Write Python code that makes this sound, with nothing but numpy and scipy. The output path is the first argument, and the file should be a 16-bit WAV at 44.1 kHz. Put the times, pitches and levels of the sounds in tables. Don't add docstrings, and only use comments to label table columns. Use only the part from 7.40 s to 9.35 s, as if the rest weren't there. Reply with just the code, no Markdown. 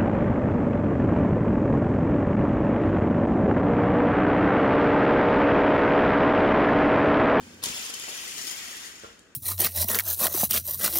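import sys
import numpy as np
from scipy import signal
from scipy.fft import rfft, irfft
from scipy.io import wavfile
from scipy.ndimage import map_coordinates

SR = 44100
rng = np.random.default_rng(int(sys.argv[2]) if len(sys.argv) > 2 else 0)


def wav_record(signal):
    frames = np.transpose(np.atleast_2d(signal))
    bounded = np.clip(frames, -1, 1)
    quanta = np.round(bounded * 32767).astype(np.int16)
    wavfile.write(sys.argv[1], SR, quanta)


N = 85995
TIME_S = np.arange(N) / SR


def amp(db):
    return 10 ** (np.asarray(db) / 20)


def evened(x):
    return x / np.sqrt(np.mean(x ** 2) + 1e-20)


def unit(x):
    return x / np.sqrt(np.sum(x ** 2) + 1e-20)


def curve(rows):
    knot_s, *columns = np.transpose(rows)
    return [np.interp(TIME_S, knot_s, column) for column in columns]


def read(points, freq_hz):
    knot_hz, value = np.transpose(points)
    return np.interp(np.log(freq_hz + 1), np.log(knot_hz + 1), value)


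def add(mix, start_s, sound):
    part = mix[max(round(start_s * SR), 0):][:len(sound)]
    part += sound[:len(part)]


def through(x, response):
    return signal.fftconvolve(x, response)[:len(x)]


def colour(points, size=4096):
    freq_hz = abs(np.fft.fftfreq(size, 1 / SR))
    log_gain = np.log(amp(read(points, freq_hz)))
    spectrum = np.exp(np.conj(signal.hilbert(log_gain)))
    return np.fft.ifft(spectrum).real[:size // 2]


def ring(modes, size=12000):
    t_s = np.arange(size) / SR
    partials = (amp(level_db) * 1000 ** (-t_s / t60_s) * np.sin(2 * np.pi * pitch_hz * t_s)
                for pitch_hz, level_db, t60_s in modes)
    return unit(sum(partials))


def drift(rate_hz):
    rolloff = 1 + (np.fft.rfftfreq(N, 1 / SR) / rate_hz) ** 4
    return evened(irfft(rfft(rng.standard_normal(N)) / rolloff, N))


def ticks(per_s, spread_db):
    size = amp(spread_db * np.minimum(rng.exponential(1, N), 3.5))
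    sign = rng.choice([-1, 1], N)
    return evened(size * sign * (rng.random(N) < per_s / SR))


def resonate(x, centre_hz, width_hz):
    turn = np.exp(2j * np.pi * np.cumsum(centre_hz) / SR)
    pole = np.exp(-np.pi * width_hz / SR)
    return 2 * (turn * signal.lfilter([1 - pole], [1, -pole], x / turn)).real


def scatter(t60_s, size=6000):
    return unit(rng.standard_normal(size) * 1000 ** (-np.arange(size) / SR / t60_s))


def turning(x, responses, swap_hz):
    count = len(responses)
    away = (TIME_S * swap_hz - np.arange(count)[:, None] + 1) % count - 1
    gains = np.cos(np.pi / 2 * np.clip(away, -1, 1))
    return sum(through(x * gain, response) for gain, response in zip(gains, responses))


# freq_hz, density_db_per_hz
FLOOR_COLOUR = [(20, -25), (32, -29), (48, 1.5), (110, -13), (220, -3), (450, -6), (900, -19), (1600, -9.5),
                (4000, -45), (8000, -29), (16000, -53)]
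FLOOR_DB = -59


def room_tone(apart=0.51):
    shared, left, right = (through(noise, colour(FLOOR_COLOUR)) for noise in rng.standard_normal((3, N)))
    return amp(FLOOR_DB) * evened(shared + apart * np.array([left, right]))


# pitch_hz, level_db
HUM_TONES = [(89, -55.5), (244, -51.5), (522, -59)]
HUM_END_S, HUM_FADE_S = 0.31, 0.13


def hum(flutter_db=1.5, whine_hz=1550, whine_width_hz=70, whine_db=-63):
    held = np.clip(1 - (TIME_S - HUM_END_S) / HUM_FADE_S, 0, 1)
    warped_s = np.cumsum(1 + .005 * drift(rate_hz=14)) / SR
    whine = evened(resonate(rng.standard_normal(N), np.full(N, whine_hz), whine_width_hz))
    tones = sum(amp(level_db + flutter_db * drift(rate_hz=28)) * np.sin(2 * np.pi * pitch_hz * warped_s)
                for pitch_hz, level_db in HUM_TONES)
    return held * (tones + amp(whine_db) * whine)


# pitch_hz, level_db, t60_s
FRAME_MODES = [(2460, -17.5, 0.023), (3215, -0.5, 0.009), (5170, 1, 0.014), (7086, 0, 0.021),
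               (9130, -3.5, 0.017), (11140, -1.5, 0.012), (12900, -1, 0.0059), (15100, -8, 0.0062)]


def frame(x, count=12):
    shifts = 1 + .012 * rng.standard_normal((count, len(FRAME_MODES)))
    rings = []
    for row in shifts:
        modes = [(pitch_hz * k, level_db, t60_s) for (pitch_hz, level_db, t60_s), k in zip(FRAME_MODES, row)]
        rings.append(ring(modes, size=2000))
    return turning(x, rings, swap_hz=69.5)


# time_s, whirr_db, teeth_db
GEAR_LEVELS = [(0, -56, -52.5), (.216, -56, -56), (.236, -37, -34), (.29, -40, -36.5), (.33, -39.5, -39),
               (.41, -40.5, -36.5), (.52, -41.5, -43.5), (.66, -41.5, -40.5), (.8, -40.5, -39.5),
               (.93, -41.5, -39.5), (1.02, -41, -35), (1.1, -41.5, -37.5), (1.21, -40.5, -40),
               (1.46, -44.5, -43), (1.515, -48, -47), (1.66, -49.5, -53), (1.8, -62, -62),
               (1.95, -64.5, -73)]
# freq_hz, density_db_per_hz
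WHIRR_COLOUR = [(100, -35), (300, -9), (750, -12.5), (1400, -8.5), (2300, -5.5), (3200, -2), (4200, -9.5),
                (7000, -5.5), (16000, -59)]
# freq_hz, density_db_per_hz
TEETH_COLOUR = [(500, -46), (2000, -9), (3300, -6), (4500, -0.5), (6700, 1.5), (8000, -2), (10000, -3),
                (12000, -6), (16000, -9.5)]
# time_s, centre_hz
WHIRR_CENTRE = [(.5, 2400), (1.1, 2230), (1.5, 1760)]


def gears(flutter_db=1.0, flutter_hz=220, sink_db=-7, ring_db=-7, sharp_db=-6, dull_hz=7500, bright_db=-42):
    whirr_db, teeth_db = curve(GEAR_LEVELS)
    clumps = amp(flutter_db * drift(flutter_hz))
    mesh, rub, fine = (clumps * ticks(per_s=12000, spread_db=3) for _ in range(3))
    sinking = evened(resonate(rub, curve(WHIRR_CENTRE)[0], width_hz=670))
    whirr = evened(through(mesh, colour(WHIRR_COLOUR))) + amp(sink_db) * sinking
    strikes = fine + amp(sharp_db) * ticks(per_s=120, spread_db=1.0)
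    struck = evened(through(strikes, colour(TEETH_COLOUR)))
    teeth = evened(struck + amp(ring_db) * evened(frame(rub)))
    dull = signal.filtfilt(*signal.butter(1, dull_hz, fs=SR), teeth)
    force = np.minimum(amp(.5 * (teeth_db - bright_db)), 1)
    return amp(whirr_db) * evened(whirr) + amp(teeth_db) * (dull + force * (teeth - dull))


# time_s, level_db
SPIN_LEVEL = [(0, -51), (.2, -51), (.3, -49.5), (.42, -56.5), (.85, -56.5), (1.07, -55), (1.25, -64),
              (1.55, -60), (1.95, -64)]
# freq_hz, density_db_per_hz
SPIN_SPECTRUM = [(25, -20), (60, -27), (90, 3), (150, -1.5), (240, 7), (340, -4), (480, -8), (750, -10.5),
                 (1500, -13.5), (4000, -31)]


def flywheel():
    rumble = through(ticks(per_s=1500, spread_db=8.0), colour(SPIN_SPECTRUM))
    return amp(curve(SPIN_LEVEL)[0]) * evened(rumble)


# start_s, thud_db, knock_db, knock_hz, ring_db
BUMP_EVENTS = [(.008, -24, -17.5, 132, -33), (0.268, -17, -14, 270, -26), (0.28, -17.5, -21, 235, -28),
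               (0.299, -19, -16, 130, -30), (.497, -22, -24, 270, -18.5), (.682, -42, -14.5, 800, -40),
               (.691, -34, -18, 493, -28), (.714, -38, -20, 676, -33), (1.043, -38, -23, 288, -42),
               (1.636, -31, -15.5, 540, -30), (1.6447, -18.5, -16, 456, -16.5)]
# freq_hz, density_db_per_hz
THUD_COLOUR = [(40, -34), (80, 6), (220, -14), (500, 4), (1200, 5.5), (3000, -16), (16000, -59)]
# multiple_of_knock_hz, level_db, t60_s
KNOCK_MODES = [(1, 0.5, 0.019), (1.3, -6, 0.017), (2.5, -8, 0.016)]
# pitch_hz, level_db, t60_s
BOARD_MODES = [(467, -0.82, 0.28), (1378, 6, 0.19), (1270, -2, .13), (1200, -2, 0.017)]


def bumps():
    out = np.zeros(N)
    for start_s, thud_db, knock_db, knock_hz, ring_db in BUMP_EVENTS:
        knock = ring([(knock_hz * multiple, level_db, t60_s) for multiple, level_db, t60_s in KNOCK_MODES])
        thud = unit(through(scatter(t60_s=0.069), colour(THUD_COLOUR)))
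        add(out, start_s, amp(knock_db) * knock)
        add(out, start_s, amp(thud_db) * thud)
        add(out, start_s, amp(ring_db) * ring(BOARD_MODES))
    return out


SCRAPE_S, SCRAPE_HZ, SCRAPE_SAG_HZ_PER_S = 0.22, 3374, 520
SCRAPE_DB, SCRAPE_FADE_DB_PER_S = -42.5, 18


def scrape(width_hz=720):
    age_s = np.maximum(TIME_S - SCRAPE_S, 0)
    centre_hz = SCRAPE_HZ - SCRAPE_SAG_HZ_PER_S * age_s
    once = resonate(rng.standard_normal(N), centre_hz, width_hz)
    band = resonate(once, centre_hz, width_hz)
    return (age_s > 0) * amp(SCRAPE_DB - SCRAPE_FADE_DB_PER_S * age_s) * evened(band)


# start_s, level_db
CLACK_EVENTS = [(.2277, -11.5), (.2333, -20), (.2367, -4), (.2380, 0), (.2395, -4), (0.2485, -11),
                (0.2575, -4), (.287, -8), (.463, -14), (.9893, -9), (1.0752, -18), (1.719, -37),
                (1.771, -44), (1.7923, -28)]
# freq_hz, level_db
CLACK_SPECTRUM = [(200, -11), (1200, -11), (2200, -13), (3400, 8), (4500, -1.5), (7000, 2), (11000, -3),
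                  (16000, -11)]


def clacks(ring_db=-11):
    drive = np.zeros(N)
    for start_s, level_db in CLACK_EVENTS:
        add(drive, start_s, amp(level_db) * scatter(t60_s=0.003))
    return through(drive, unit(colour(CLACK_SPECTRUM))) + amp(ring_db) * frame(drive)


# start_s, length_s, level_db
RATTLE_EVENTS = [(0.341, 0.027, -9), (0.375, 0.0057, -12), (0.393, 0.0037, -11.5), (0.4446, 0.021, -8.5),
                 (0.492, 0.012, -10), (0.537, 0.011, -6.5), (0.5963, 0.002, -11), (0.637, 0.003, -13),
                 (0.685, 0.025, -8), (0.748, 0.0087, -13.5), (0.813, 0.011, -13), (0.876, 0.0048, -11),
                 (0.979, 0.0081, -10.5), (1.012, 0.012, -11.5), (1.066, 0.023, -4.5),
                 (1.096, 0.0027, -12.5), (1.111, 0.0042, -5.5), (1.3674, 0.0046, -13),
                 (1.451, 0.019, -11.5), (1.5565, 0.01, -25), (1.594, 0.0048, -23), (1.624, 0.0022, -26)]


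def rattles(ring_db=-2.0, crack_db=-1, fade_db=-5, hard_hz=19000, softening=0.28):
    drive = np.zeros(N)
    contacts = ticks(per_s=7700, spread_db=-1.0)
    for start_s, length_s, level_db in RATTLE_EVENTS:
        buzz = contacts[round(start_s * SR):][:max(round(length_s * SR), 2)]
        buzz = unit(buzz * amp(np.linspace(0, fade_db, len(buzz))))
        top_hz = min(hard_hz * amp(softening * level_db), SR / 2 - 1)
        add(drive, start_s, amp(level_db) * signal.lfilter(*signal.butter(2, top_hz, fs=SR), buzz))
    return amp(ring_db) * frame(drive) + amp(crack_db) * through(drive, unit(colour(TEETH_COLOUR)))


# freq_hz, t60_s
ROOM_DECAY = [(100, 0.22), (500, 0.45), (2000, 0.23), (6000, 0.28), (16000, 0.18)]


def echo(near_db=-3, near_t60_s=0.026, tail_db=-5, low_hz=450):
    freq_hz, t_s, bins = signal.stft(rng.standard_normal(SR // 2), SR, nperseg=256)
    decay = 1000 ** (-t_s / read(ROOM_DECAY, freq_hz)[:, None])
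    tail = unit(signal.istft(bins * decay, SR, nperseg=256)[1])
    response = np.zeros(SR // 2)
    add(response, .0007, amp(near_db) * scatter(near_t60_s))
    add(response, .006, amp(tail_db) * tail)
    return signal.lfilter(*signal.butter(2, low_hz, "high", fs=SR), response)


def echoes(x, count=13):
    return turning(x, [echo() for _ in range(count)], swap_hz=110.25)


# time_s, left_lead_ms, right_level_db
TOY_PLACE = [(0, 0.22, 2), (.28, 0.2, 0), (.6, 0.25, 0), (.9, 0.35, -0.5), (1.06, 0.445, -2),
             (1.25, 0.44, -0.5)]
# freq_hz, level_db
RIGHT_SHADE = [(100, -1), (500, 0), (1500, -0.5), (3200, -6.5), (6500, -7), (9000, -7.5), (16000, 2)]
# freq_hz, level_db
RIGHT_ECHO_COLOUR = [(100, -9.5), (2000, 0), (6500, -1.5), (9500, -3.5), (16000, -20)]


def scene(direct_db=-3, board_echo_db=-3):
    high = gears() + scrape() + rattles() + clacks()
    low = bumps() + flywheel() + hum()
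    left_lead_ms, right_db = curve(TOY_PLACE)
    high_right = amp(right_db) * high
    left, right = high + low, high_right + low
    late = map_coordinates(right, [np.arange(N) - left_lead_ms * SR / 1000], order=3)
    direct = np.array([left, through(late, colour(RIGHT_SHADE))])
    wet_left, wet_right = (echoes(toy) + amp(board_echo_db) * through(low, echo())
                           for toy in (high, high_right))
    wet = np.array([wet_left, through(wet_right, colour(RIGHT_ECHO_COLOUR))])
    return amp(direct_db) * direct + wet + room_tone()


EDGE_HZ = 15850


def record(dry, low_hz=38):
    thinned = signal.lfilter(*signal.butter(2, low_hz, "high", fs=SR), dry)
    band_limit = signal.firwin(511, EDGE_HZ, window=("kaiser", 9), fs=SR)
    return signal.oaconvolve(thinned, band_limit[None], "same")


dry = scene()
out = record(dry)
wav_record(out)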